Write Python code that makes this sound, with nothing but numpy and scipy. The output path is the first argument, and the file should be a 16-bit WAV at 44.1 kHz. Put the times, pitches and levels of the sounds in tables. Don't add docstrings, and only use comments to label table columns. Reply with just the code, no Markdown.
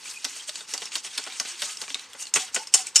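import sys
import numpy as np
from scipy import signal
from scipy.fft import rfft, irfft
from scipy.io import wavfile
from scipy.ndimage import uniform_filter1d

SR = 44100
rng = np.random.default_rng(int(sys.argv[2]) if len(sys.argv) > 2 else 0)


def transcribe(u):
    v = np.clip(np.atleast_2d(u).T, -1, 1)
    q = np.round(v * 32767).astype(np.int16)
    wavfile.write(sys.argv[1], SR, q)


def ratio(d):
    e = np.asarray(d, float) / 20
    return 10 ** e


N = 132300
T = np.arange(N) / SR

# start_s, peak_db, brightest_hz, thud_below_db, rattle_s
STRIKES = [(0.245, -14.5, 7220, -14, 0.0038), (0.249, -11.5, 5000, -22, 0.0046),
           (0.4935, -14.5, 4770, -24, 0.0038), (0.738, -13, 6630, -11.5, 0.0081),
           (0.82, -19, 3520, -8, 0.007), (0.955, -12, 4780, -14, 0.0097),
           (1.1775, -10.5, 5200, -28, 0.0034), (1.18, -10, 4630, -16, 0.0065),
           (1.265, -24.5, 3450, 0, 0.014), (1.399, -9, 5930, -13, 0.003), (1.62, -13, 4890, -12.5, 0.012),
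           (1.816, -17, 5170, -9.5, 0.0038), (2.3594, -11, 2740, -0.5, 0.0165),
           (2.562, -14.5, 2900, -3, 0.0047)]
# start_s, peak_db, brightest_hz, thud_below_db, rattle_s
SLAMS = [
    (2.338, -4.5, 6660, -22.5, 0.0019),
    (2.545, -10.5, 8600, -16, 0.011),
    (2.739, 1.5, 7780, -18.5, 0.012),
    (2.958, 2.5, 5830, -26, 0.0092),
]
# start_s, level_db
WIRE_LANDINGS = [(2.3381, -8), (2.3395, -1), (2.3406, 0), (2.3418, -2), (2.5447, -2), (2.5475, -3),
                 (2.552, -4), (2.7382, -5), (2.7394, -4), (2.7423, -4), (2.7438, -5), (2.7449, 0),
                 (2.7485, -4), (2.7525, -7), (2.7565, -10), (2.9582, 0), (2.9608, -5), (2.963, 1),
                 (2.9652, -3), (2.9673, -5), (2.9695, -4), (2.9778, -12)]
# pitch_hz, level_db, t60_s
RIM_MODES = [(3030, -2, 0.024), (4270, -5, 0.01), (5533, -2.5, 0.018), (6200, -3, 0.016),
             (6883, 1.5, 0.012), (7550, -0.5, 0.013), (8300, -6, 0.013), (9540, 7.5, 0.0033)]
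# start_s, peak_db, pitch_hz, thud_below_db, ring_t60_s
TICKS = [(0.057, -28.5, 2370, -46, 0.092), (0.112, -24.5, 4500, -45, 0.049), (0.139, -34, 2580, -45, 0.073),
         (0.362, -33, 2380, -11, 0.054), (0.557, -18.5, 4630, -29, 0.049), (0.607, -24.5, 3620, -19, 0.084),
         (0.686, -38.5, 8160, -10, 0.014), (0.778, -16.5, 4620, -24, 0.018),
         (0.856, -18.5, 5460, -26, 0.045), (0.919, -25.5, 2750, -42, 0.041),
         (1.047, -24, 3120, -16.5, 0.027), (1.2396, -21, 5300, -32.5, 0.015),
         (1.255, -30.5, 8440, -30, 0.01), (1.301, -27.5, 2260, -27, 0.02), (1.323, -24.5, 4040, -32, 0.027),
         (1.451, -24.5, 5960, -11, 0.013), (1.771, -22, 5350, -43, 0.023), (1.838, -27, 2310, -17, 0.019),
         (1.88, -26, 2400, -16.5, 0.044), (1.9032, -20.5, 3450, -21, 0.012),
         (1.9447, -11.5, 3700, -66, 0.035), (1.945, -20, 4130, -34, 0.013),
         (1.954, -23.5, 2350, -17.5, 0.024), (1.995, -24, 3980, -30, 0.0155),
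         (2.134, -24.5, 11300, -37, 0.0087), (2.133, -28.5, 3340, -29, 0.018),
         (2.14, -35, 7940, -23, 0.0098), (2.151, -43, 990, 2, 0.03), (2.225, -20, 6350, -31, 0.03),
         (2.254, -27, 4600, -23, 0.02), (2.278, -32.5, 7000, -33, 0.02), (2.269, -23, 4260, -42, 0.037),
         (2.672, -20.5, 5100, -29, 0.038), (2.869, -17.5, 7820, -52, 0.019), (2.872, -27, 2330, -48, 0.014)]
# start_s, length_s, level_db, brightest_hz
DRAGS = [(-.04, 0.21, -49.5, 4420), (0.022, 0.22, -43.5, 4970), (0.157, 0.33, -43, 4430),
         (0.303, 0.27, -47.5, 4400), (0.47, 0.043, -38, 5770), (0.479, 0.22, -44.5, 4300),
         (0.66, 0.16, -41, 5050), (0.757, 0.19, -44.5, 3850), (0.895, 0.14, -37.5, 4630),
         (1.014, 0.11, -40, 4280), (1.075, 0.24, -40, 3600), (1.228, 0.22, -43, 3620),
         (1.332, 0.19, -43.5, 5030), (1.426, 0.15, -38.5, 4030), (1.523, 0.26, -39, 4480),
         (1.653, 0.14, -43, 3870), (1.738, 0.22, -42.5, 4850), (1.873, 0.081, -44.5, 4220),
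         (1.907, 0.21, -45.5, 3430), (2.072, 0.17, -53.5, 3930), (2.179, 0.095, -40, 6200),
         (2.255, 0.061, -46.5, 4800), (2.342, 0.047, -26, 5670), (2.367, 0.11, -35, 4650),
         (2.453, 0.068, -46, 3560), (2.511, 0.17, -38.5, 5000), (2.655, 0.064, -49, 4500),
         (2.713, 0.15, -32.5, 6100), (2.844, 0.073, -42.5, 4900), (2.939, 0.081, -31.5, 5030)]
# start_s, level_db, pitch_hz,
# length_s
GLINTS = [(0.06, -48, 6550, 0.042), (0.147, -42, 2470, 0.047), (0.357, -44, 8100, .02),
          (0.393, -42.5, 3200, 0.025), (1.497, -61, 349, 0.092), (2.176, -49.5, 2810, 0.091),
          (2.2, -49, 8500, 0.029), (2.343, -29.5, 6630, .022), (2.383, -47.5, 771, 0.078),
          (2.572, -45.5, 878, 0.074), (2.754, -47, 761, 0.082), (2.965, -25.5, 5560, .07)]
# start_s, peak_db, pitch_hz
KNOCKS = [(0.24, -36, 670), (0.486, -32.5, 615), (0.731, -35, 465), (0.816, -32, 445), (0.953, -35, 302),
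          (1.175, -39, 604), (1.395, -53, 570), (1.62, -28.5, 592), (1.814, -36.5, 490), (1.91, -38.5, 274),
          (2.148, -37.5, 543), (2.361, -25, 487), (2.564, -24.5, 503)]
# pitch_hz, level_db, t60_s
BOWL_MODES = [(2235, -12, 1.7), (2510, -23, 0.78), (2980, 19, 1.1), (4360, -15, 0.19), (5000, -19, 0.3),
              (5960, -38, 0.3), (6940, 28, 0.16), (7560, 27, 0.066), (8030, -8, 0.061), (8600, 30, 0.26)]
# pitch_hz, level_db, t60_s
BELLY_MODES = [(290, -4, .08), (450, -4, .06), (775, -10, .18), (880, -9, .08), (1150, -2, .04),
               (1500, -1, .05), (2050, -3, .04)]
# frequency_hz, level_db (per Hz)
KITCHEN_AIR = [(18, -68), (30, -17), (486, -1), (666, -12), (844, 1.5), (6050, -5.5), (8740, -39),
               (14000, -24), (16000, -38)]
# frequency_hz, level_db
MIC_RESPONSE = [(100, -4.5), (500, -1.5), (2000, 2.5), (5000, 3), (8500, 6.5), (11000, -4), (15000, -13.5)]
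# frequency_hz, side_below_mid_db
PORT_DIFFERENCE = [(60, -20), (150, -36), (2200, -34), (4500, -16), (8000, -10), (13000, -3)]
# frequency_hz, level_db (per Hz)
MIC_HISS = [(20, 0), (80, -18), (300, -18), (3000, -30), (16000, -40)]

WIRE_HITS_PER_S, WIRE_SCATTER_DB = 3100, 5
STRIKE_DB, STRIKE_Q, FIRST_WIRE_DB = 1, 0.42, 13
WIRE_RING_DB, WIRE_RING_OCTAVES, WIRE_RING_T60_S = -4, 0.35, 0.018
SLAM_Q, SLAM_RING_DB, SLAM_FIRST_DB = 1.2, 3, 21
RIM_SPREAD_DB, RIM_FALL_DB_PER_OCTAVE = 2, 9
TICK_DB, TICK_Q, TICK_S = -6.5, 0.58, 0.0022
TICK_RING_DB, TICK_RING_Q = -1.5, 14
THUD_DB, THUD_S, THUD_HZ = -3.5, 0.013, 920
SLIPS_PER_S, SLIP_SCATTER_DB = 13000, 2.2
DRAG_Q, DRAG_FLUTTER_DB, DRAG_RISE, DRAG_FALL = 0.91, 1.1, 0.35, 0.6
PATCHY_DB, PATCHES_PER_S, SLOSH_DB = 4.5, 60, -26.5
BUBBLE_DB, BUBBLE_HZ, BUBBLE_OCTAVES, BUBBLE_CYCLES, BUBBLE_GLIDE = -9, 4600, 0.5, 16, 0.1
GLINT_Q = 20
KNOCK_DB, KNOCK_RISE_S, KNOCK_T60_S = -1, 0.0045, 0.07
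KNOCK_BASS_DB, KNOCK_BASS_HZ = -19, 160
WALL_DB, WALL_T60_S, BOWL_DB, HAND_DAMPING = -8, 0.045, -23, 0.077
ROOM_DB, ROOM_T60_S, ROOM_HZ = -14, 0.3, 3000
KITCHEN_DB, AIR_FLUTTER_DB = -52.5, 1.5
HUM_HZ, HUM_DB, HUM_Q = 78, -79, 5
PORT_SPREAD_S, LEFT_DB, HISS_DB = 0.09, 0.8, -82
LOW_HZ, TOP_HZ = 85, 15500


def unit(x):
    return x / np.sqrt(np.mean(x ** 2))


def peak(x):
    return x / np.max(np.abs(x))


def band(x, hz, q):
    return signal.lfilter(*signal.iirpeak(min(hz, 0.4 * SR), max(q, 0.2), SR), x)


def band_twice(x, hz, q):
    return band(band(x, hz, q), hz, q)


def colour(x, table):
    hz, db = np.array(table, float).T
    f = np.fft.rfftfreq(N, 1 / SR) + 1
    return irfft(rfft(x) * ratio(np.interp(np.log(f), np.log(hz + 1), db)), N)


def rings(modes, damping):
    t = T[:SR // 3]
    h = np.zeros(len(t))
    for hz, db, t60 in modes:
        h += ratio(db) * np.sin(2 * np.pi * hz * t) * 1000. 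** (-t / (min(t60, 0.5) * damping))
    return h / np.sqrt(np.sum(h ** 2))


def tail(t60):
    h = rng.standard_normal(SR // 3) * 1000. ** (-T[:SR // 3] / t60)
    return h / np.sqrt(np.sum(h ** 2))


def through(x, h):
    return signal.fftconvolve(x, h)[:N]


def clicks(rate, scatter_db):
    chance, size, sign = rng.random((3, N))
    strength = ratio(-scatter_db * np.log(size + 0.0033))
    return unit((chance < rate / SR) * strength * (sign - 0.5))


def walk(rate):
    k = int(SR / rate)
    return unit(uniform_filter1d(uniform_filter1d(rng.standard_normal(N), k), k))


def cut(x, start, t):
    return np.resize(x[int(start * SR):], len(t))


def add(out, start, x):
    i = int(start * SR)
    out[i:i + len(x)] += x[:N - i]


def rattle(hits, notes, hz, q, ring_db):
    ringing = band(through(hits, notes)[:len(hits)], hz, 0.6)
    return peak(band_twice(hits, hz, q) + ratio(ring_db) * ringing)


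def strikes():
    wires, soft = clicks(WIRE_HITS_PER_S, WIRE_SCATTER_DB), rng.standard_normal(N)
    bright, push = np.zeros(N), np.zeros(N)
    landings = np.zeros(N + SR // 8)
    for s, db in WIRE_LANDINGS:
        add(landings, s, ratio(db) * np.ones(1))
    t = T[:SR // 8]

    def strike(s, db, thud_db, sound):
        add(bright, s, ratio(db + STRIKE_DB) * sound)
        thud = cut(soft, s, t) * t / THUD_S * np.exp(-t / THUD_S * 2)
        add(push, s, ratio(db + thud_db + THUD_DB) * thud)

    def bunch(s, length):
        return cut(wires, s, t) * 2 / (1 + np.exp(t / length) ** 2)

    for s, db, hz, thud_db, length in STRIKES:
        hits = bunch(s, length) + ratio(FIRST_WIRE_DB) * (t == 0)
        place = 2 * (np.arange(10) + rng.random(10)) / 10 - 1
        modes = [(hz * 2 ** (WIRE_RING_OCTAVES * p), -8 * p ** 2, WIRE_RING_T60_S) for p in place]
        strike(s, db, thud_db, rattle(hits, rings(modes, 1.0), hz, STRIKE_Q, WIRE_RING_DB))

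    for s, db, hz, thud_db, length in SLAMS:
        hits = bunch(s, length) + ratio(SLAM_FIRST_DB) * cut(landings, s, t)
        modes = []
        for f, g, t60 in RIM_MODES:
            uneven = RIM_SPREAD_DB * (2 * rng.random() - 1)
            fall = RIM_FALL_DB_PER_OCTAVE * abs(np.log2(f / hz))
            modes.append((f, g + uneven - fall, t60))
        strike(s, db, thud_db, rattle(hits, rings(modes, 0.66), hz, SLAM_Q, SLAM_RING_DB))
    return bright, push


def ticks():
    soft, bright, push = rng.standard_normal(N), np.zeros(N), np.zeros(N)
    t = T[:SR // 8]
    for s, db, hz, thud_db, t60 in TICKS:
        rub = cut(soft, s, t)
        snap = rub * np.exp(-t / TICK_S) + 7 * (t == 0)
        ping = peak(band(rub * 1000. ** (-t / t60) + snap, hz, TICK_RING_Q))
        tick = peak(band_twice(snap, hz, TICK_Q)) + ratio(TICK_RING_DB) * ping
        add(bright, s, ratio(db + TICK_DB) * tick)
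        thud = cut(soft[::-1], s, t) * np.exp(-t / THUD_S * 2)
        add(push, s, ratio(db + thud_db + THUD_DB) * thud)
    return bright, push


def drags():
    slips = clicks(SLIPS_PER_S, SLIP_SCATTER_DB) * ratio(DRAG_FLUTTER_DB * walk(32))
    patchy = np.zeros(N)
    for hz in 1000 * 2 ** np.arange(0, 4, 0.25):
        patchy += band(slips, hz, 5) * ratio(PATCHY_DB * walk(PATCHES_PER_S))
    pops = bubbles()
    stir = rng.standard_normal(N) * ratio(5.0 * walk(48))
    scrape, slosh = np.zeros(N), np.zeros(N)
    for s, length, db, hz in DRAGS:
        u = (T - s) / length
        ramp = np.clip(np.minimum(u / DRAG_RISE, (1 - u) / DRAG_FALL), 0, 1)
        shape = ratio(db) * np.sin(np.pi / 2 * ramp) ** 2
        scrape += shape * (unit(band(patchy, hz, DRAG_Q)) + ratio(BUBBLE_DB) * pops)
        slosh += shape * ratio(SLOSH_DB) * stir
    return scrape, slosh


def bubbles(count=900):
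    out = np.zeros(N)
    for s, pitch, size in rng.random((count, 3)):
        hz = BUBBLE_HZ * 2 ** (BUBBLE_OCTAVES * 4 * (pitch - 0.5))
        turn = T[:600] * hz
        glide = 1 + BUBBLE_GLIDE * turn / BUBBLE_CYCLES / 2
        pop = np.sin(2 * np.pi * turn * glide) * np.exp(-3 * turn / BUBBLE_CYCLES)
        add(out, s * T[-1], ratio(-4 * np.log(size + 0.05)) * pop)
    return unit(out)


def glints():
    out, t, rub = np.zeros(N), T[:SR // 10], rng.standard_normal(N)
    for s, db, hz, length in GLINTS:
        note = unit(band_twice(cut(rub, s, t), hz, GLINT_Q))
        add(out, s, ratio(db) * note * np.sin(np.pi * np.clip(t / length, 0, 1)))
    return out


def knocks():
    out, t = np.zeros(N), T[:SR // 5]
    shape = (1 - np.exp(-t / KNOCK_RISE_S)) * 1000. ** (-t / KNOCK_T60_S)
    bass = ratio(KNOCK_BASS_DB) * np.sin(2 * np.pi * KNOCK_BASS_HZ * t)
    for s, db, hz in KNOCKS:
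        add(out, s, ratio(db + KNOCK_DB) * (np.sin(2 * np.pi * hz * t) + bass) * shape)
    return out


def steel_bowl():
    (strike, strike_push), (tick, tick_push) = strikes(), ticks()
    scrape, slosh = drags()
    touch = strike + tick + scrape + glints()
    wall = ratio(WALL_DB) * through(touch, tail(WALL_T60_S))
    ring = ratio(BOWL_DB) * through(touch, rings(BOWL_MODES, HAND_DAMPING))
    low = band_twice(strike_push + tick_push + slosh, THUD_HZ, 0.3)
    belly = 4.8 * low + 1.14 * through(low, rings(BELLY_MODES, 1))
    return touch + wall + ring + knocks() + belly


def room(bowl):
    return ratio(ROOM_DB) * through(band(bowl, ROOM_HZ, 0.17), tail(ROOM_T60_S))


def kitchen():
    drone = unit(band_twice(rng.standard_normal(N), HUM_HZ, HUM_Q))
    air = unit(colour(rng.standard_normal(N), KITCHEN_AIR)) * ratio(AIR_FLUTTER_DB * walk(16))
    return ratio(KITCHEN_DB) * air + ratio(HUM_DB) * drone


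def two_ports(mid):
    side = colour(through(mid, tail(PORT_SPREAD_S)), PORT_DIFFERENCE)
    side = side + (ratio(LEFT_DB / 2) - 1) * band_twice(mid, 8000, 1)
    side = side + ratio(HISS_DB) * unit(colour(rng.standard_normal(N), MIC_HISS))
    return np.array([mid + side, mid - side])


def scene():
    bowl = steel_bowl()
    return two_ports(colour(bowl + room(bowl), MIC_RESPONSE) + kitchen())


def roll_off(x):
    return signal.sosfilt(signal.butter(12, 16510, fs=SR, output="sos"), x)


def record(dry):
    low_cut = signal.butter(2, LOW_HZ, "high", fs=SR, output="sos")
    high_cut = signal.ellip(8, 0.2, 60, TOP_HZ, fs=SR, output="sos")
    rounded = np.tanh(0.95 * dry) / 0.95
    heard = signal.sosfilt(np.vstack([low_cut, high_cut]), rounded) * 0.88
    return roll_off(heard)


dry = scene()
out = record(dry)
transcribe(out)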